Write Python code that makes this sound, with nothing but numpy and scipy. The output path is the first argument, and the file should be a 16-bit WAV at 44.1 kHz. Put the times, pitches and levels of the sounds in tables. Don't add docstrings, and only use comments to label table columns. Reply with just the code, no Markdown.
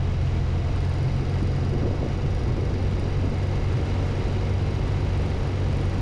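import sys
import numpy as np
from scipy import signal
from scipy.fft import rfft, irfft, next_fast_len
from scipy.io import wavfile
from scipy.ndimage import uniform_filter1d, map_coordinates

SR = 44100
rng = np.random.default_rng(int(sys.argv[2]) if len(sys.argv) > 2 else 0)


def waveform_to_disk(signal):
    frames = np.transpose(np.atleast_2d(signal))
    scaled = np.clip(frames, -1, 1) * 32767
    samples = np.round(scaled).astype(np.int16)
    wavfile.write(sys.argv[1], SR, samples)


N = 265041

START_HZ, CRUISE_HZ, PULL_FROM_S, SETTLE_S = 43.65, 47.32, 0.4, 1.75
# time_s, loss_hz, fall_s, recovery_s
SPEED_DIP = (2.15, .155, .25, .8)
# time_s, load_db
ENGINE_LOAD = [(0, -1.5), (.6, -1.5), (.8, -1), (2.3, -1.8), (3.4, -1), (3.9, 1.1), (5, 0.15), (6, -0.2)]

# crank_order, relative_level_db at cruise, slope_db_per_hz of crank speed
DRONE_ORDERS = [(1, -11.5, 7), (2, -0.66, -0.2), (3, -7.5, -1.1), (4, -22.5, -1.5)]
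# crank_order, level_db at cruise before load, slope_db_per_hz of crank speed
PIPE_ORDERS = [(5, -51, -1), (6, -54, 6), (7, -53, 1.5), (7.5, -53.5, 2.5), (8, -46, 2.5),
               (9.5, -48.5, 1.5), (10.5, -48, 1), (11, -55.5, -1), (12, -51, 1.5), (14, -57.5, 0),
               (15.5, -63, -3), (16.5, -61.5, -2.5), (20, -59, -1)]
# time_s, depth_db, fall_s, recovery_s
DRONE_SAGS = [(1.9, -3, 0.12, .2), (2.55, -3.5, 0.25, 0.11), (5.38, -8, 0.081, 0.059)]
DRONE_DB = -26.5

# place, relative_level_db
PISTON_THRUSTS = [(0.099, 1), (.4, -1), (.59, -0.5), (.72, -2.5), (.88, 0)]
# place, relative_level_db
PISTON_KNOCKS = [(0.044, -9), (.135, -1.5), (.37, -1.5), (.415, -8.5), (.575, -10), (.615, 0), (.90, -0.5),
                 (.925, -10)]
# place, relative_level_db
VALVE_BLOWS = [(.095, -4), (.15, -5.5), (.37, -2), (0.424, -15), (.77, -9.5), (0.823, -10.5), (.89, -2),
               (.965, -0.5)]
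# place, relative_level_db
TAPPET_BLOWS = [(.603, 8), (.65, 1.5), (.15, -2), (.46, -6), (.77, -5), (.9, -4)]
# place, relative_level_db
VALVE_CLOSINGS = [(.612, 0), (.665, -6), (.125, -4.5), (.39, -8), (.77, -5)]
# time_s, strength_db
TAPPET_LASH = [(0, -7), (.66, -8), (.76, 0.5), (1.2, 0.5), (1.66, -0.5), (1.8, -6), (2.27, -6), (2.35, 1),
               (2.48, -2.5), (3.7, -4), (4.4, -2.5), (5, -1), (6, -0.5)]
SLAP_DB = -56.3

# frequency_hz, width_hz, relative_level_db
CRANKCASE_MODES = [(567, 76, 1), (750, 186, 0.5), (953, 130, -1.5), (1230, 320, -8)]
# frequency_hz, width_hz, relative_level_db
BARREL_MODES = [(1673, 63, -0.5), (1974, 27, 7), (2127, 23, 8.5), (2214, 41, 5), (2350, 20, 0.5),
                (2674, 134, -3), (2857, 45, -2.5), (2942, 71, -2), (3030, 27, -3), (3310, 100, -3.5)]
# frequency_hz, width_hz, relative_level_db
HEAD_MODES = [(3777, 55, 7), (3900, 28, 4), (4020, 130, 4), (4264, 26, 4), (4340, 30, 2), (4800, 83, -0.5),
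              (4870, 72, 3), (5050, 115, 1), (5655, 76, 0), (6600, 79, -12)]
# frequency_hz, width_hz, relative_level_db
SEAT_MODES = [(3770, 70, -1), (4260, 40, 2.5), (4720, 44, 6.5), (4835, 48, 3), (5020, 90, -1),
              (5680, 55, 3), (6510, 68, -6)]
# frequency_hz, width_hz, relative_level_db
ROCKER_MODES = [(7130, 200, 1), (7500, 130, 1), (8630, 130, 6.5), (9010, 90, 6), (9710, 110, 2),
                (10000, 200, 0.5), (10400, 130, -3.5), (10890, 110, -1), (12000, 1300, -20),
                (13130, 150, -15)]

# frequency_hz, relative_density_db
BUFFET_SPECTRUM = [(4, -20.5), (15, -4), (27, -5.5), (48, -0.5), (75, -1), (105, -13.5), (200, -42),
                   (700, -120)]
# frequency_hz, relative_density_db
BOOM_SPECTRUM = [(20, -120), (60, -21.5), (95, -4), (120, -6), (142, -4.5), (165, -18), (260, -37.5),
                 (800, -120)]
# frequency_hz, relative_density_db
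TUMBLE_SPECTRUM = [(30, -120), (80, -24.5), (160, 1), (250, 0), (350, -2.5), (480, -4.5), (600, -13),
                   (800, -18), (1200, -30), (2500, -56), (8000, -120)]
# frequency_hz, relative_density_db
TEAR_SPECTRUM = [(120, -20), (205, 6), (300, 2), (480, 0), (600, -6), (750, -13), (1050, -15), (1500, -24),
                 (3000, -55), (8000, -120)]
# frequency_hz, relative_density_db
HISS_SPECTRUM = [(100, -120), (300, -25), (700, -1), (950, -3), (1300, -4), (1800, -8), (2700, -8.5),
                 (3500, -14.5), (5000, -18.5), (6900, -23.5), (8100, -31.5), (8700, -30.5), (10000, -36),
                 (11500, -43), (15000, -57.5)]
# peak_s, strength_db, rise_s, fall_s
WIND_GUSTS = [(1.46, 2.3, .05, .12), (1.765, 5.5, .05, .035), (1.85, 6.3, .035, .075), (2.0, 3.6, .06, .08),
              (2.24, 1.5, .08, .05), (2.49, 3.4, .08, .1), (2.8, 1.8, .25, .4)]
BUFFET_DB, BOOM_DB, TEAR_DB = -28, -32.5, -45.5
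TUMBLE_DB, TUMBLE_DB_PER_HZ = -34, 0.9
HISS_DB, HISS_DB_PER_HZ, HISS_DB_PER_LOAD_DB = -42.5, 0.04, 0.75
GUST_ON_BUFFET, GUST_ON_BOOM, GUST_ON_TEAR = 0.35, 0.45, 2.1
HISS_DUCKING = 0.22

# peak_s, rms_at_peak_db
SINGLE_EDDIES = [(.6, -29), (1.06, -21), (1.86, -24.5), (2.25, -23), (2.499, -19), (3.76, -19.5)]
POCKET_HZ, EDDY_S = 123, 0.025

# time_s, relative_force_db, upper_edge_hz
ROAD_JOLTS = [(1.324, -26, 330), (1.423, -20, 360), (1.762, -23, 500), (1.832, -19, 560), (1.859, -22, 420),
              (1.908, -20, 720), (2.027, -16.5, 680), (2.06, -17.5, 680), (3.242, -17.5, 540)]
# frequency_hz, width_hz, relative_level_db
FAIRING_MODES = [(220, 150, 1), (380, 170, 0), (520, 110, 1), (630, 140, -3)]
PUSH_S, PUSH_DB = .00025, 6
RATTLE_DB, RATTLE_T60_S = -14, .05

# frequency_hz, relative_density_db
CHIP_SPECTRUM = [(1500, -30), (4000, -2), (6000, -6), (11000, -18), (14000, -35)]
CHIP_S, CHIP_DB, CHIP_T60_S = 3.433, -48.5, .04

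TOP_HZ = 15700


def crank_speed():
    pulling_s = np.maximum(np.arange(N) / SR - PULL_FROM_S, 0)
    at, loss_hz, down, back = SPEED_DIP
    rising = CRUISE_HZ + (START_HZ - CRUISE_HZ) * np.exp(-pulling_s / SETTLE_S)
    return rising - loss_hz * swell(at, down, back)


def exhaust(turns, speed, load_db):
    def at_speed(table):
        return [(order, db + slope * (speed - CRUISE_HZ)) for order, db, slope in table]

    drone_db = DRONE_DB + sum(db * swell(s, down, back) for s, db, down, back in DRONE_SAGS)
    drone = orders(turns, at_speed(DRONE_ORDERS), flutter_db=0.1, drift=0.067)
    pipe = orders(turns, at_speed(PIPE_ORDERS), flutter_db=3.0, drift=0.35)
    return amp(drone_db) * drone + amp(load_db) * pipe


def clatter(turns, speed, load_db):
    lash_db, = curves(TAPPET_LASH)

    thrusts = blows(turns, speed, PISTON_THRUSTS, decay=0.0061, scatter_db=0.0, rough=0.54)
    thrum = ring(thrusts, CRANKCASE_MODES, low_hz=450, high_hz=1590)
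    knocks = blows(turns, speed, PISTON_KNOCKS, decay=0.0028, scatter_db=0.9, rough=0.21)
    knocks = ring(knocks, BARREL_MODES, low_hz=1090, high_hz=3620)
    valves = blows(turns, speed, VALVE_BLOWS, decay=0.0032, scatter_db=0.2, rough=0.19)
    valves = ring(valves, HEAD_MODES, low_hz=3150, high_hz=7460)
    slap = ring(strikes(turns, VALVE_CLOSINGS, scatter_db=1.1), SEAT_MODES, low_hz=3400, high_hz=7500)
    tick = blows(turns, speed, TAPPET_BLOWS, decay=0.0013, scatter_db=1.7, rough=1.0)
    tick = ring(tick, ROCKER_MODES, low_hz=5500, high_hz=14500)

    pistons = amp(1.2 * load_db - 46.5) * thrum + amp(load_db - 50.5) * knocks
    running = pistons + amp(0.5 * load_db - 57.0) * valves
    return running + amp(SLAP_DB + 0.5 * lash_db) * slap + amp(lash_db - 68.5) * tick


def wind(speed, load_db):
    gust_db = sum(db * swell(s, rise, fall) for s, db, rise, fall in WIND_GUSTS)
    off_cruise_hz = speed - CRUISE_HZ

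    buffet_db = BUFFET_DB + GUST_ON_BUFFET * gust_db + 0.52 * wobble(11.0)
    boom_db = BOOM_DB + GUST_ON_BOOM * gust_db + 0.64 * wobble(9.1)
    tumble_db = TUMBLE_DB + TUMBLE_DB_PER_HZ * off_cruise_hz + 0.96 * gust_db + 0.84 * wobble(30)
    tear_db = TEAR_DB + GUST_ON_TEAR * gust_db + 2.0 * wobble(70)
    hiss_db = HISS_DB + HISS_DB_PER_HZ * off_cruise_hz + HISS_DB_PER_LOAD_DB * load_db
    hiss_db = hiss_db - HISS_DUCKING * gust_db + 0.54 * wobble(40)

    low = amp(buffet_db) * noise(BUFFET_SPECTRUM) + amp(boom_db) * noise(BOOM_SPECTRUM)
    middle = amp(tumble_db) * noise(TUMBLE_SPECTRUM) + amp(tear_db) * noise(TEAR_SPECTRUM)
    return low + middle + amp(hiss_db) * noise(HISS_SPECTRUM)


def eddies():
    t = np.arange(N) / SR
    phase = 2 * np.pi * (POCKET_HZ * t + rng.random()) + 1.26 * wobble(25)
    envelope = sum(amp(db) * swell(s, EDDY_S, EDDY_S) for s, db in SINGLE_EDDIES)
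    return np.sqrt(2) * np.sin(phase) * envelope


def jolts():
    t, out = np.arange(N) / SR, np.zeros(N)
    for s, db, edge_hz in ROAD_JOLTS:
        push = amp(PUSH_DB) * swell(s, PUSH_S, PUSH_S)
        decay = amp(RATTLE_DB - 60 * np.abs(t - s) / RATTLE_T60_S) * (t >= s)
        force = amp(db) * (push + decay * rng.standard_normal(N))
        out += np.std(force) * ring(force, FAIRING_MODES, low_hz=142, high_hz=edge_hz)
    return out


def chip():
    t = np.arange(N) / SR - CHIP_S
    return amp(CHIP_DB - 60 * np.abs(t) / CHIP_T60_S) * (t >= 0) * noise(CHIP_SPECTRUM)


def orders(turns, table, flutter_db, drift):
    total = 0
    for order, db in table:
        level = amp(db + flutter_db * wobble(12)) * np.sqrt(2)
        phase = 2 * np.pi * (order * turns + rng.random()) + drift * wobble(10)
        total = total + level * np.sin(phase)
    return total


def blows(turns, speed, table, decay, scatter_db, rough):
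    repeated, envelope = np.zeros(N), np.zeros(N)
    rough = np.clip(rough, 0, 1)
    for place, db in table:
        position = turns / 2 - place + 1
        cycle = position.astype(int)
        age_s = (position - cycle) * 2 / speed
        cycle_level = amp(db + scatter_db * rng.standard_normal(size=512))
        burst = cycle_level[cycle] * np.exp(-age_s / decay)
        shape = rng.standard_normal(SR)
        repeated += burst * shape[(age_s * SR).astype(int)]
        envelope += burst
    return np.sqrt(1 - rough) * repeated + np.sqrt(rough) * envelope * rng.standard_normal(N)


def strikes(turns, table, scatter_db):
    out = np.zeros(N)
    for place, db in table:
        hits = np.flatnonzero(np.diff(np.floor(turns / 2 - place)))
        levels = amp(db + scatter_db * rng.standard_normal(size=512))
        out[hits] += levels[:len(hits)]
    return out


def ring(x, modes, low_hz, high_hz):
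    def body(f):
        total = 0
        for k, (center, width, db) in enumerate(modes):
            damping = 1j * f * width
            total = total + (-1) ** k * amp(db) * damping / (center * center - f * f + damping)
        return total

    edges = signal.butter(3, [low_hz, min(high_hz, SR / 2 - 1)], "band", fs=SR, output="sos")
    return unit(signal.sosfilt(edges, filtered(x, body)))


def noise(spectrum):
    f, db = np.transpose(spectrum)

    def colour(hz):
        return amp(np.interp(np.log(hz + 1), np.log(f), db))

    return unit(filtered(rng.standard_normal(N), colour))


def filtered(x, response):
    m = next_fast_len(N + 8192)
    return irfft(rfft(x, m) * response(np.fft.rfftfreq(m, 1 / SR)), m)[:N]


def swell(at, rise, fall):
    t = np.arange(N) / SR - at
    return np.exp(-(t / np.where(t < 0, rise, fall)) ** 2)


def wobble(rate):
    steps = np.arange(0, N * rate / SR + 1, 1 / 8)
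    knots = rng.standard_normal(int(steps[-1]) + 4)
    return np.interp(np.arange(N) * rate / SR, steps, map_coordinates(knots, [steps]))


def curves(rows):
    s, *cols = np.transpose(rows)
    return [np.interp(np.arange(N) / SR, s, c) for c in cols]


def amp(db):
    return 10 ** (np.asarray(db) / 20)


def unit(x):
    return x / np.sqrt(np.mean(x ** 2) + 1e-20)


def limiter(x, ceiling_db, hold):
    span = max(2, int(hold * SR))
    power = np.abs(uniform_filter1d(uniform_filter1d(x ** 2, span), span))
    return x / (1 + (power / amp(ceiling_db) ** 2) ** 4) ** (1 / 8)


def scene():
    speed = crank_speed()
    load_db, = curves(ENGINE_LOAD)
    turns = np.cumsum(speed) / SR
    engine = exhaust(turns, speed, load_db) + clatter(turns, speed, load_db)
    return (engine + wind(speed, load_db) + eddies() + jolts() + chip())[None]


def record(dry):
    bass = filtered(dry[0], lambda hz: 1 / (1 + (hz / 170) ** 8))
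    steadied = dry[0] - bass + limiter(bass, ceiling_db=-21.0, hold=0.027)
    held = limiter(amp(0.08) * steadied, ceiling_db=-20.0, hold=0.0087)
    return filtered(held, lambda hz: hz < TOP_HZ)[None]


dry = scene()
out = record(dry)
waveform_to_disk(out)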